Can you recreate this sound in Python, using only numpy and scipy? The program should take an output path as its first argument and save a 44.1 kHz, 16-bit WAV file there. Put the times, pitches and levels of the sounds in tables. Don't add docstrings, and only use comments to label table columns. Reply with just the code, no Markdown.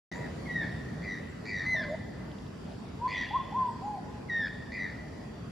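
import sys
import numpy as np
from scipy import signal
from scipy.fft import rfft, irfft
from scipy.io import wavfile
from scipy.ndimage import uniform_filter1d

SR = 44100
rng = np.random.default_rng(int(sys.argv[2]) if len(sys.argv) > 2 else 0)


def wrap_up_sound(samples):
    columns = np.atleast_2d(samples).T
    tamed = np.clip(columns, -1, 1)
    steps = np.round(tamed * 32767).astype(np.int16)
    wavfile.write(sys.argv[1], SR, steps)


N = 242991
TIME = np.arange(N) / SR

# time in seconds, pitch in Hz, level in dB, strain from 0 to 1.
FIRST_YELP = [(.455, 2170, -49, 0.5), (.472, 2154, -42.5, 0), (.479, 1960, -45, .2), (.515, 1926, -35, 0),
              (.538, 1941, -37, 0.23), (.562, 1890, -29, 0.1), (.578, 1863, -36, .3),
              (.603, 1823, -32, 0.34), (.636, 1722, -33, 0.75), (.668, 1515, -56, 0.92)]
SECOND_YELP = [(1.651, 2010, -47, 0.15), (1.668, 2028, -29, 0.024), (1.7, 2055, -32, 0.03),
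               (1.742, 2014, -26, .15), (1.755, 1978, -29.5, 0.23), (1.759, 1841, -29.5, 0.42),
               (1.805, 1735, -30.5, 0.44), (1.835, 1620, -37.5, 0.835), (1.858, 1630, -44, 0.85)]
THIRD_YELP = [(4.284, 2180, -56, 0.13), (4.296, 2003, -41, .1), (4.301, 1940, -29.5, .1),
              (4.307, 1858, -34.5, 0.087), (4.325, 1876, -30.5, 0.18), (4.352, 1859, -28.5, .05),
              (4.388, 1830, -29, .1), (4.414, 1798, -29.5, 0.36), (4.458, 1715, -30.5, 0.63),
              (4.487, 1580, -41, 1)]
# a yelp's course, tail and echo sends in dB, tilt in dB per harmonic, second voice trim in dB.
YELPS = [(FIRST_YELP, -6, -1.04, -1.6, 0.72), (SECOND_YELP, -13, -5.5, 1, -2.3),
         (THIRD_YELP, -10.5, -10.5, 0, -6)]
# strain, pulsing, roughness (all 0-1), overtones and second voice in dB.
YELP_VOICE = [(0, 0.35, .015, -5.5, -52.5), (.35, 0.64, 0.07, 0, -37), (.7, 0.75, 0.24, 5, -17),
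              (1, 0.82, 0.7, 5, -1)]
YELP_OVERTONES = [-19, -28, -51.5, -44.5]

def yelp(course, *colour):
    t = np.arange(course[0][0], course[-1][0], 1 / SR)
    hz, db, strain = follow(course, t)
    return syrinx(t, hz, db, colour, follow(YELP_VOICE, strain), YELP_OVERTONES, pulse_hz=105.9,
                  slowing_hz=17, sharpness=0.76, jitter=0.0047, bend=0.04, scatter=0.11, hoarse=0.033)


# start and length in seconds, pitch ratio to the glide, level in dB, peak as a share of
# the length, swell in dB, tilt in dB per harmonic, second voice trim in dB.
RASPS = [(0, 0.175, 1.01, -41.5, 0.78, 12, 5, -2), (0.167, .11, 0.98, -43.5, 0.99, 6.5, 0, -11),
         (1.016, 0.18, 1.008, -36.5, 0.55, 13, 3, -6), (1.451, 0.22, 0.99, -32.5, 0.55, 13.5, 2.5, 1.5),
         (3.0753, .198, 1, -31.5, 0.55, 15.5, 2.5, 0.5), (4.717, 0.19, 1.003, -33, 0.6, 9.5, 0.5, -3)]
# share of the length, pitch in Hz.
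RASP_GLIDE = [(0, 1900), (.17, 2030), (.42, 1965), (.7, 1925), (.86, 1820), (1, 1830)]
# share of the length, pulsing and roughness from 0 to 1, overtones and second voice in dB.
RASP_VOICE = [(0, 0.6, 0.35, 6.5, -9), (0.19, 0.62, 0.4, -3.5, 0), (0.38, 0.6, 0.24, 0, -18.5),
              (0.64, 0.76, 0.22, 7, -29), (.83, 0.72, 0.4, -1, -13), (1, 0.95, 0.6, 0, -7)]
RASP_OVERTONES = [-27, -36, -49.5]

def rasp(start, length, pitch_ratio, level_db, peak, swell_db, *colour, attack_s=0.0033, fade_db=11.5):
    t, share = clock(length)
    hz = pitch_ratio * follow(RASP_GLIDE, share)[0]
    attack_db = -25 * np.maximum(1 - t / attack_s, 0)
    db = level_db + attack_db + arch(share, peak, swell_db, fade_db)
    return syrinx(start + t, hz, db, colour, follow(RASP_VOICE, share), RASP_OVERTONES, pulse_hz=105.06,
                  slowing_hz=18.5, sharpness=2.2, jitter=0.0091, bend=0.097, scatter=0.07, hoarse=0.064)


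# share of the call's length, pitch in Hz.
SECOND_VOICE_GLIDE = [(0, 2215), (.22, 2383), (.6, 2298), (1, 2233)]
SECOND_OVERTONES = [-11, -23.5]

def syrinx(t, hz, db, colour, voice, tones, pulse_hz, slowing_hz, sharpness, jitter, bend, scatter, hoarse):
    share = np.linspace(0, 1, len(t))
    pulsing, rough, bright_db, second_db = voice
    tilt_db, second_trim_db = colour
    beat_hz = (pulse_hz - slowing_hz * share) * (1 + 0.023 * wander(len(t), 67))
    beats = np.cumsum(beat_hz) / SR

    def side(pitch, partials, beat):
        opening = abs(np.sin(np.pi * beat)) ** (sharpness * (1 + rough))
        flutter = amp(1.1 * wander(len(t), 64) * pulsing)
        gate = unit((1 - pulsing + pulsing * opening) * flutter)
        swing = -bend * rough * np.sin(2 * np.pi * beat) + jitter * wander(len(t), 130)
        grit = scatter * rough * wander(len(t), 330)
        turns = np.cumsum(pitch * (1 + swing + grit)) / SR
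        bright = amp(bright_db + 1.94 * wander(len(t), 100))
        upper = overtones(turns + hoarse * wander(len(t), 200), partials, tilt_db)
        return np.sqrt(2) * gate * (np.sin(2 * np.pi * turns) + bright * upper)

    first = side(hz, tones, beats)
    second = side(follow(SECOND_VOICE_GLIDE, share)[0], SECOND_OVERTONES, beats - 0.05)
    second_gain = amp(second_db + second_trim_db)
    voices = (first + second_gain * second) / np.hypot(1, second_gain)
    return t[0], amp(db) * voices * fade(len(t))


# frequency in Hz, gain in dB.
BILL_EQ = [(1200, -3), (1900, 0), (2400, 0), (3200, -7), (3450, -2), (3750, 2), (4050, -3), (4400, 3),
           (4750, -1), (5100, 2), (5400, -4), (5900, 3), (6700, -4), (8800, -8), (9900, -5), (10350, 7),
           (11000, -5)]

def bill(x):
    return irfft(rfft(x) * amp(read(BILL_EQ, np.fft.rfftfreq(N, 1 / SR))), N)


# start and length in seconds, first, top and last pitch in Hz, top as a share of the length,
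# roundness of the arch, then level, swell and fade in dB.
WHISTLES = [(0, 0.068, 960, 967, 830, 0.34, 1.7, -29.5, 7, 2),
            (2.98, 0.101, 855, 1026, 1019, 0.87, 1.3, -25, 21, 2),
            (3.304, 0.073, 784, 1073, 1034, 0.82, 0.99, -23.5, 6.5, 7),
            (3.516, .208, 745, 1045, 903, .3, 1.55, -26, 5.5, 5.5),
            (3.814, 0.18, 705, 843, 689, 0.44, 2.43, -27.5, 10, 10.5)]
# pitch in Hz, gain in dB.
WHISTLE_RESONANCE = [(700, -9.5), (845, -8), (885, -19), (912, -18), (942, -5.5), (1040, -1.5)]
FAINT_OVERTONES = [-42, -51]

def whistle(start, length, first_hz, top_hz, last_hz, top, roundness, level_db, swell_db, fade_db):
    t, share = clock(length)
    hz = top_hz + arch(share, top, top_hz - first_hz, top_hz - last_hz, roundness)
    db = level_db + arch(share, top, swell_db, fade_db) + read(WHISTLE_RESONANCE, hz)
    return start, tone(hz, db, FAINT_OVERTONES, jitter=0.0035, flutter_db=1.2, ends_s=0.0074)


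# time in seconds, pitch in Hz, level in dB.
HOOT_COURSE = [(1.745, 628, -38.5), (1.789, 623, -44), (1.858, 610, -42.5), (1.895, 598, -37),
               (1.915, 620.4, -33), (1.948, 646, -30), (1.958, 655, -35)]

def hoot(throb_hz=85.6, throb_db=3.5):
    start, end = HOOT_COURSE[0][0], HOOT_COURSE[-1][0]
    hz, db = follow(HOOT_COURSE, np.arange(start, end, 1 / SR))
    rate_hz = throb_hz * (1 + 0.086 * wander(len(hz), 40))
    throb = np.sin(2 * np.pi * np.cumsum(rate_hz) / SR)
    track = np.zeros(N)
    add(track, start, tone(hz, db + throb_db * throb, FAINT_OVERTONES, jitter=0.031, flutter_db=2.5))
    return track


# start and length in seconds, first and last pitch in Hz, level in dB.
BLIPS = [(1.736, 0.016, 900, 833, -40), (1.754, 0.14, 1015, 1060, -52.5), (1.949, 0.013, 995, 950, -42.5),
         (3.982, 0.024, 790, 763, -37)]

def blip(start, length, first_hz, last_hz, level_db):
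    t, share = clock(length)
    hz = first_hz + (last_hz - first_hz) * share
    return start, tone(hz, level_db, [], jitter=0.02, flutter_db=5.0)


# centre and width in Hz, relative level in dB.
SCREECH_THROAT = [(2520, 130, 8.5), (2790, 110, 4.5), (3083, 150, 3.5), (3200, 170, 4.5), (3396, 80, 9),
                  (3454, 70, 9.5)]

def screech(peak_s=3.16, peak_db=-39.5, rise_db_per_s=198.5, fall_db_per_s=197):
    since = TIME - peak_s
    level_db = peak_db + np.minimum(rise_db_per_s * since, -fall_db_per_s * since)
    return amp(level_db) * unit(sum(amp(db) * band(hz, width) for hz, width, db in SCREECH_THROAT))


# start and length in seconds, first and last pitch in Hz, level in dB.
CHIRPS = [(0.112, 0.073, 6300, 7520, -56), (1.282, 0.042, 8040, 7460, -63.5),
          (1.882, 0.049, 7700, 6500, -62), (3.664, 0.073, 8440, 7500, -66),
          (3.823, 0.06, 7500, 6550, -64.5)]

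def chirp(start, length, first_hz, last_hz, level_db, ends_db=7):
    t, share = clock(length)
    hz = first_hz + (last_hz - first_hz) * share
    db = level_db + arch(share, 0.98, ends_db, ends_db)
    return start, tone(hz, db, [], jitter=0.016, flutter_db=0.5)


# start in seconds, relative level in dB.
PERCH_TICKS = [(2.3158, -47), (2.384, -42), (2.4645, -47), (2.7206, -46.5), (2.8853, -48.5)]

def perch(rustle_s=2.71, rustle_db=-63.5, rustle_half_s=0.08, tick_decay_s=0.004, tick_trim_db=-8):
    swell = np.exp(-((TIME - rustle_s) / rustle_half_s) ** 2)
    track = amp(rustle_db) * band(2900, 1800) * swell
    grit = band(3400, 1500)
    decay = np.exp(-np.arange(2048) / SR / tick_decay_s)
    for start, db in PERCH_TICKS:
        burst = grit[round(start * SR):][:len(decay)]
        add(track, start, amp(db + tick_trim_db) * burst * decay)
    return track


# frequency in Hz, time to fall 60 dB in seconds, relative level in dB.
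FOREST_TAIL = [(200, 1.2, 6.5), (900, 1.73, -0.5), (1620, 2.76, -8.5), (2020, 1.23, 3), (3300, 1.5, 4.5),
               (3680, 1.15, 4), (4300, 0.76, 8), (8000, 0.75, 1.5)]
# delay in seconds, left and right level in dB.
NEAR_ECHOES = [(0.021, -7.5, -29.5), (.034, -10, -9), (0.049, -11, -9), (0.111, -17.5, -14.5)]

def trees(x, tail_db, echo_db, spread=0.22, build_s=0.02):
    taps = rng.choice([-1., 1.], (2, SR)) * (rng.random((2, SR)) < 2000 / SR)
    hz, t, spectra = signal.stft(taps, SR, nperseg=256)
    t60, level_db = follow(FOREST_TAIL, hz[:, None])
    build_up = 1 - np.exp(-(t / build_s) ** 2)
    spectra *= amp(level_db - 60 * t / t60) * build_up
    mid, side = signal.istft(spectra, SR, nperseg=256)[1]
    response = amp(tail_db) * np.array([mid + spread * side, mid - spread * side]) / np.linalg.norm(mid)
    response[:, 0] += 1
    for delay, left_db, right_db in NEAR_ECHOES:
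        response[:, round(delay * SR)] += amp(echo_db) * amp([left_db, right_db])
    return signal.fftconvolve(x[None], response, axes=1)[:, :N]


# frequency in Hz, side against mid in dB.
BED_WIDTH = [(60, -42), (99, -23.5), (160, -16.5), (270, -6), (440, 0), (720, -3.5), (1180, -2.5),
             (1930, -1.5), (3170, 0.5), (5200, -2.5), (8540, 2), (14000, 2)]

def noise_bed(spectrum, patchy_db):
    frames, hz = N // 512 + 5, np.fft.rfftfreq(2048, 1 / SR)
    mid_re, mid_im, side_re, side_im, patches = rng.standard_normal((frames, len(hz), 5)).T
    patches = unit(uniform_filter1d(uniform_filter1d(patches, 16, 0), 8, 1))
    width = amp(read(BED_WIDTH, hz))[:, None]
    spectra = np.array([mid_re + 1j * mid_im, (side_re + 1j * side_im) * width])
    spectra *= amp(read(spectrum, hz)[:, None] + patchy_db * patches)
    mid, side = signal.istft(spectra, nperseg=2048, noverlap=1536)[1][:, :N]
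    return np.array([mid + side, mid - side]) / np.std(mid)


# frequency in Hz, relative level in dB.
RUMBLE_EQ = [(15, -48), (25, -40.5), (30, -19), (41, -25.5), (70, 2), (97, 0), (161, -2.5), (184, 1.5),
             (237, -1.5), (353, -10), (450, -11.5), (580, -37), (990, -120)]
AIR_EQ = [(240, -27), (400, -2), (663, 0), (781, -3), (991, -5.5), (1300, -9.5), (1440, -10), (1640, -9.5),
          (1960, -13.5), (2180, -16), (4010, -22.5), (4730, -19), (6360, -27.5), (12200, -38), (14000, -48)]
# time in seconds, level in dB.
DRONE_FADER = [(.1, -46.5), (1.0, -41.5), (1.35, -56), (1.7, -44.5), (2.2, -47.5), (3.2, -59.5),
               (5.5, -49.5)]
# centre and width in Hz, level in dB.
HISS_BANDS = [(4624, 170, -73.5), (5670, 240, -80.5), (7190, 320, -79)]

def distance(rumble_db=-43.5, air_db=-52.5, settle_s=1):
    early = 1 / (1 + (TIME / settle_s) ** 4)
    rumble = amp(rumble_db + 3 * early) * noise_bed(RUMBLE_EQ, patchy_db=0.5)
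    air = amp(air_db + 4 * early) * noise_bed(AIR_EQ, patchy_db=2.06)
    drone = amp(follow(DRONE_FADER, TIME)[0]) * band(hz=152.3, width=47)
    hiss = sum(amp(db) * band(hz, width) for hz, width, db in HISS_BANDS)
    return rumble + air + drone + hiss


def tone(hz, db, tones, jitter, flutter_db, ends_s=0.005):
    turns = np.cumsum(hz * (1 + jitter * wander(len(hz), 78))) / SR
    note = unit(np.sin(2 * np.pi * turns) + overtones(turns, tones))
    return amp(db + flutter_db * wander(len(hz), 58)) * note * fade(len(hz), ends_s) ** 2


def overtones(turns, tones, tilt_db=0):
    return sum(amp(db + tilt_db * (k - 0.5)) * np.sin(2 * np.pi * k * turns)
               for k, db in enumerate(tones, 2))


def band(hz, width):
    f = np.fft.rfftfreq(N, 1 / SR)
    return unit(irfft(rfft(rng.standard_normal(N)) / (1 + (2 * (f - hz) / width) ** 2), N))


def wander(size, hz):
    f = np.fft.rfftfreq(SR, 1 / SR)
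    return unit(irfft(rfft(rng.standard_normal(SR)) / (1 + (f / hz) ** 4), SR))[:size]


def arch(share, top, before, after, power=2):
    top = np.clip(top, .02, .98)
    rise = np.maximum(1 - share / top, 0) ** power
    fall = np.maximum((share - top) / (1 - top), 0) ** power
    return -before * rise - after * fall


def fade(size, seconds=0.0026):
    edge = np.minimum(np.arange(size), np.arange(size)[::-1])
    return np.sin(np.pi / 2 * np.minimum(edge / (seconds * SR), 1))


def clock(length):
    t = np.arange(0, length, 1 / SR)
    return t, t / length


def follow(rows, t):
    knots, *columns = np.transpose(rows)
    return [np.interp(t, knots, column) for column in columns]


def read(points, hz):
    f, value = np.transpose(points)
    return np.interp(np.log(hz + 1), np.log(f + 1), value)


def amp(db):
    return 10 ** (np.asarray(db) / 20)


def unit(x):
    return x / np.sqrt(np.mean(x ** 2) + 1e-20)


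def add(mix, start, sound):
    part = mix[max(round(start * SR), 0):][:len(sound)]
    part += sound[:len(part)]


def calls(voice, rows):
    track = np.zeros(N)
    for row in rows:
        add(track, *voice(*row))
    return track


def scene():
    yelps = sum(trees(bill(calls(yelp, [(course, *colour)])), tail_db, echo_db)
                for course, tail_db, echo_db, *colour in YELPS)
    birds = amp(-1.5) * yelps * amp([[.2], [-.2]])
    lean_left = amp([[.3], [-.3]])
    birds += amp(-2.5) * trees(bill(calls(rasp, RASPS)), tail_db=-11.5, echo_db=-3) * lean_left
    birds += trees(calls(whistle, WHISTLES), tail_db=-12.5, echo_db=-3.5) * lean_left
    birds += amp(-4.0) * trees(hoot() + calls(blip, BLIPS), tail_db=-27.0, echo_db=-28)
    birds += amp(-5.5) * trees(calls(chirp, CHIRPS), tail_db=-4.5, echo_db=-4)
    birds += amp(-4.5) * trees(screech(), tail_db=-2.0, echo_db=-14.5)
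    return birds + distance() + perch()


def record(dry, start_s=0.115, rise_s=0.002, low_hz=42, high_hz=14000):
    low_cut = signal.butter(4, low_hz, "highpass", fs=SR, output="sos")
    high_cut = signal.firwin(511, high_hz, window=("kaiser", 9), fs=SR)
    fade_in = np.clip((TIME - start_s) / rise_s, 0, 1)
    return signal.oaconvolve(signal.sosfilt(low_cut, dry) * fade_in, high_cut[None], "same")


dry = scene()
out = record(dry)
wrap_up_sound(out)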